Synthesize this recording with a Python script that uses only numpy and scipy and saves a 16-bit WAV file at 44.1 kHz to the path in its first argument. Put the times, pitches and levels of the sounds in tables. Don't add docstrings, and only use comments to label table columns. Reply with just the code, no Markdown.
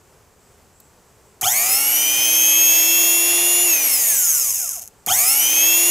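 import sys
import numpy as np
from scipy import signal
from scipy.fft import rfft, irfft, next_fast_len
from scipy.io import wavfile
from scipy.ndimage import uniform_filter1d

SR = 44100
rng = np.random.default_rng(int(sys.argv[2]) if len(sys.argv) > 2 else 0)


def transcribe(signal):
    frames = np.atleast_2d(signal).T
    limited = np.clip(frames, -1, 1)
    pcm = np.round(limited * 32767).astype(np.int16)
    wavfile.write(sys.argv[1], SR, pcm)


def gain_from_db(level_db):
    decades = np.asarray(level_db, float) / 20
    return 10 ** decades


N = 260190
M = next_fast_len(N + SR // 2)
T = np.arange(N) / SR
F = np.arange(M // 2 + 1) * SR / M


def level(x, db):
    return x * gain_from_db(db) / np.sqrt(np.mean(x ** 2))


def apply(x, gain):
    return irfft(rfft(x, M) * gain, M)[:N]


def shape(points):
    hz, db = np.transpose(points)
    return gain_from_db(np.interp(np.log(F + 1), np.log(hz), db))


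def noise(points):
    return level(apply(rng.standard_normal(N), shape(points)), 0)


def ring(x, modes, cut_hz, flip=-1):
    gain = 0
    for k, (hz, width, db) in enumerate(modes):
        gain = gain + flip ** k * gain_from_db(db) / (1 + 2j * (F - hz) / width)
    edge = signal.freqs(*signal.cheby1(6, 1, 1, "high", analog=True), F / cut_hz)[1]
    return apply(x, gain * edge)


def walk(rate):
    k = int(SR / rate)
    steps = np.repeat(rng.standard_normal(N // k + 1), k)
    return 0.52 * uniform_filter1d(uniform_filter1d(steps, k), k)[:N]


def gate(spans):
    inside = sum((T > a) & (T < b) for a, b in spans)
    return uniform_filter1d(inside * 1., 160)


def tone(turn, multiple, wobble_db=2.5):
    wave = np.sin(2 * np.pi * (multiple * turn + rng.random()))
    return np.sqrt(2) * gain_from_db(wobble_db * walk(25.04)) * wave


def tones(turn, table, wobble_db=2.5):
    return sum(gain_from_db(db) * tone(turn, k, wobble_db) for k, db in table)


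# [Hz, dB per Hz]
RUMBLE = [(12, -41), (20, -11), (75, 1.5), (323, -10.5), (393, -4), (651, -10), (793, -9), (993, -11),
          (3820, -24), (7710, -18), (9130, -23.5), (15100, -26.5), (16500, -58)]
# [s, s, dB]
INSECT_SWELLS = [
    (.07, .12, -71),
    (.47, 0.17, -66),
    (.82, 0.19, -62.5),
    (1.1, .1, -71),
    (1.297, 0.11, -64),
    (4.997, .11, -66),
]


def room():
    swell = gain_from_db(-85)
    for s, length, db in INSECT_SWELLS:
        swell = swell + gain_from_db(db) * np.exp(-(2 * (T - s) / length) ** 4)
    song = ring(rng.standard_normal(N), [(6300, 1200, 0.5), (7800, 1100, -4)], cut_hz=7800)
    insects = swell * gain_from_db(2.0 * walk(40)) * level(song, 0)
    middle = noise(RUMBLE) * gain_from_db(1.5 * walk(11))
    sides = gain_from_db(-12) * noise(RUMBLE) * np.array([[1], [-1]])
    return level(middle + sides, -53.5) + insects


def echo(x, t60):
    age = np.arange(SR // 3) / SR
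    tail = rng.standard_normal(len(age)) * gain_from_db(-60 * age / t60)
    return apply(x, rfft(tail / np.sqrt(np.sum(tail ** 2)), M))


def burst(start, t60, modes, cut_hz):
    age = np.maximum(T - start, 0)
    blow = (T >= start) * rng.standard_normal(N) * gain_from_db(-60 * age / t60)
    sound = ring(blow, modes, cut_hz)
    return sound / np.abs(sound).max()


# [s, dB]
BENCH_KNOCKS = [
    (1.421, -30.5),
    (2.171, -38),
    (5.068, -27),
    (5.699, -43),
]


def knocks():
    bench = [(91, 69, -4), (214, 470, -12.5)]  # f/Hz, width/Hz, level/dB
    return sum(gain_from_db(db) * burst(s, 0.23, bench, cut_hz=80) for s, db in BENCH_KNOCKS)


# [s, dB, s]
CLICKS = [
    (0.8016, -29, 0.022),
    (1.4117, -7, 0.022),
    (1.4164, -9, 0.022),
    (4.8199, -16, 0.022),
    (4.8733, -31, 0.022),
    (5.0624, -7, 0.022),
]
# [Hz, Hz, dB]
SWITCH = [(3900, 400, -11), (7500, 2000, -7), (11300, 900, 0), (14000, 1500, -2)]


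def clicks():
    return sum(gain_from_db(db - 4.0) * burst(s, t60, SWITCH, cut_hz=1400) for s, db, t60 in CLICKS)


# [s, s]
POWER_ON = [
    (1.413, 3.644),
    (5.064, 6.0),
]
# [Hz, s]
SPEED_GAIN = [
    [(117, .0456), (132.9, .2586), (178.6, 5.38)],
    [(80.8, .033), (108.9, .121), (159.3, .616)],
]


def shaft():
    start_hz, rest_hz = 41, 5
    lag_s, friction_hz_per_s, drag_s = .002, 300.8, 8.0
    speed, since = np.full(N, 1. * start_hz), np.zeros(N)
    for (on, off), stages in zip(POWER_ON, SPEED_GAIN):
        age = T - on - lag_s
        powered = np.clip(age, 0, off - on - lag_s)
        up = start_hz + sum(hz * (1 - np.exp(-powered / tau)) for hz, tau in stages)
        loss = friction_hz_per_s * drag_s * (1 - np.exp(-np.maximum(T - off, 0) / drag_s))
        speed = np.where(age > 0, np.maximum(up - loss, rest_hz), speed)
        since = np.where(age > 0, age, since)
    return speed, since


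# [Hz, dB per Hz]
FAN_AIR = [(40, -33), (110, -20), (200, -18.5), (400, -9), (700, -7), (1050, -9.5), (1600, -13), (2300, 0),
           (3300, -8.5), (4300, -7), (6500, -8), (9000, -37)]


def fan(speed):
    return gain_from_db(-29 + 2.0 * walk(12)) * (speed / 330) ** 1.29 * noise(FAN_AIR)


# [1, dB]
UNBALANCE = [(2, -37.5), (3, -40.5), (8, -26), (12, -38.5), (16, -33)]
# [1, dB]
SINGING = [(16, -20), (18, -46), (24, -54), (26, -30.5), (30.56, -22), (32.58, -33), (33.55, -36.5),
           (34, -29.5)]
# [1, dB]
COGGING = [(10, -43), (20, -41.5), (30, -48.5), (40, -52)]
# [Hz, Hz, dB]
FRAME_MODES = [(710, 70, -2), (960, 120, -7), (1400, 350, -4), (2250, 300, -4), (2620, 300, 0),
               (3250, 400, -5), (4300, 350, -4)]
# [Hz, Hz, dB]
HOLDER_MODES = [(5420, 350, -12), (5830, 250, -9), (6500, 300, 1), (7150, 300, -3), (7900, 500, -5),
                (8950, 300, -4), (9750, 400, -8), (10350, 500, -4), (11500, 600, 0), (12300, 400, -8),
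                (13200, 450, 1), (14300, 500, -4), (15300, 1000, -9)]
# [Hz, Hz, dB]
BLOCK_MODES = [(110, 28, -4), (346.7, 29.5, -1.5)]


def rotor(speed, turn):
    pace = speed / 330
    low = tones(turn, UNBALANCE) * pace ** 1.4 * np.clip(speed / 210, 0, 1) ** 3
    high = tones(turn, SINGING) * pace ** 9.3
    once_a_turn = gain_from_db(-33) * tone(turn, 1) * pace ** 2
    cog = tones(turn, COGGING, wobble_db=4.0)
    body = ring(low + cog, FRAME_MODES, cut_hz=643)
    return body + ring(high, HOLDER_MODES, cut_hz=5570) + ring(once_a_turn, BLOCK_MODES, cut_hz=71)


# [1, dB]
SLOT_PULL = [(10, -29.5), (20, -32.5), (30, -31), (40, -39)]
# [Hz, Hz, dB]
CORE_MODES = [(770, 140, -3), (1350, 250, -9), (2350, 200, -5), (3200, 280, 0), (4450, 300, -9),
              (5550, 400, -5)]


def field(speed, turn, on):
    mains_hz, throb = 60, 1.7
    current = on * (390 / (speed + 60)) ** 1.49 * np.clip(speed / 140, 0, 1) ** 2
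    beat = np.cos(2 * np.pi * (2 * mains_hz * T + 0.37))
    buzz = gain_from_db(-40) * rng.standard_normal(N)
    pull = current * (1 + throb * beat) * (tones(turn, SLOT_PULL) + buzz)
    hum = gain_from_db(-50 + 2.0 * walk(30)) * current * beat
    lopsided = current ** 2 * (gain_from_db(-39) * tone(turn, 3) + gain_from_db(-36) * tone(turn, 5))
    core = ring(pull + (1 + 0.86 * beat) * lopsided, CORE_MODES, cut_hz=702, flip=1)
    return core + ring(hum, BLOCK_MODES, cut_hz=52)


# [1, dB]
GROOVES = [(17, -9), (19, -14), (21, -22.5), (22, -16.5), (27, -15.5), (29, -15), (36, -12.5), (37, -23),
           (39, -24), (41, -9), (42, -16)]


def scoring(turn):
    return ring(tones(turn, GROOVES, wobble_db=5.5), HOLDER_MODES, cut_hz=5020)


# [Hz, dB]
CARBON_HISS = [(3500, -40), (4850, -28), (5250, -9), (6500, -3), (8200, -3), (9800, -4), (11500, -3),
               (13200, -4), (14500, -8), (16000, -13)]


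def brushes(speed, turn):
    bar = np.arange(int(20 * turn[-1]))
    weak = bar % 2
    height, place = rng.standard_normal((2, 20))[:, bar % 20]
    place = place + .7 * height * np.interp(bar / 20, turn, walk(7))
    slot = bar // 2 + .47 * weak + .019 * place
    at = np.interp(slot / 10, turn, np.arange(N))
    size = gain_from_db(-9 * weak + 2.5 * height + 2.5 * rng.standard_normal(len(bar)))

    taps = np.floor(at)[:, None] + np.arange(-7, 9) - at[:, None]
    spots = (taps + at[:, None]).round().astype(int)
    pulses = size[:, None] * np.sinc(taps) * np.cos(taps * np.pi / 17)
    ticks = np.zeros(N + 20)
    np.add.at(ticks, spots, pulses)

    hiss, air = rng.standard_normal((2, N))
    depth = .17 + .3 * np.exp(-speed / 90)
    swell = 1 + depth * np.sin(2 * np.pi * turn)
    contact = (ticks[:N] * np.sqrt(SR / 10 / speed) + gain_from_db(-9) * hiss) * swell
    holders = ring(contact, HOLDER_MODES, cut_hz=5080)
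    open_air = gain_from_db(-10) * apply(air * swell, shape(CARBON_HISS))
    scrape = (hiss + gain_from_db(2) * contact) * swell * (1 + 3 * np.exp(-speed / 25))
    rub = holders + open_air + gain_from_db(-32) * ring(scrape, FRAME_MODES, cut_hz=600)
    dull = signal.lfilter([.5, .5], [1, -.2], rub)
    return level(dull + np.clip(speed / 300, 0, 1) * (rub - dull), 0)


# [s, s]
SHAFT_MOVES = [
    (1.414, 4.89),
    (5.065, 6.0),
]
# [Hz, dB]
BRUSH_LEVEL = [(5, -41), (20, -35.5), (40, -25), (75, -19), (140, -15.5), (240, -14.5), (300, -17),
               (350, -19)]


def motor():
    speed, since = shaft()
    turn = np.cumsum(speed) / SR
    seating_db = -3.5 * np.exp(-since / 0.04)
    brush_db = np.interp(speed, *np.transpose(BRUSH_LEVEL)) + seating_db + 2 * walk(8)
    rubbing = gain_from_db(brush_db) * (brushes(speed, turn) + scoring(turn))
    spin = rubbing + rotor(speed, turn) + fan(speed)
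    return gate(SHAFT_MOVES) * spin + field(speed, turn, gate(POWER_ON))


# [Hz, side minus middle dB]
WIDTH = [(60, -31), (110, -30), (200, -12), (380, -30), (700, -25.5), (1290, -32), (2380, -30), (4400, -30),
         (8120, -26.5), (15000, -30.5)]


def scene():
    dry = motor() + clicks() + knocks()
    near = dry + gain_from_db(-11) * echo(dry, t60=.02) + gain_from_db(-21) * echo(dry, t60=.28)
    side = apply(echo(dry, t60=.05), gain_from_db(6) * shape(WIDTH))
    return near + side * np.array([[1], [-1]]) + room()


def low_pass(x):
    return signal.sosfilt(signal.butter(12, 16620, fs=SR, output="sos"), x)


def record(dry):
    top_cut = signal.ellip(10, .2, 60, 15660, fs=SR, output="sos")
    mix = signal.sosfilt(top_cut, np.tanh(dry))
    return low_pass(mix)


dry = scene()
out = record(dry)
transcribe(out)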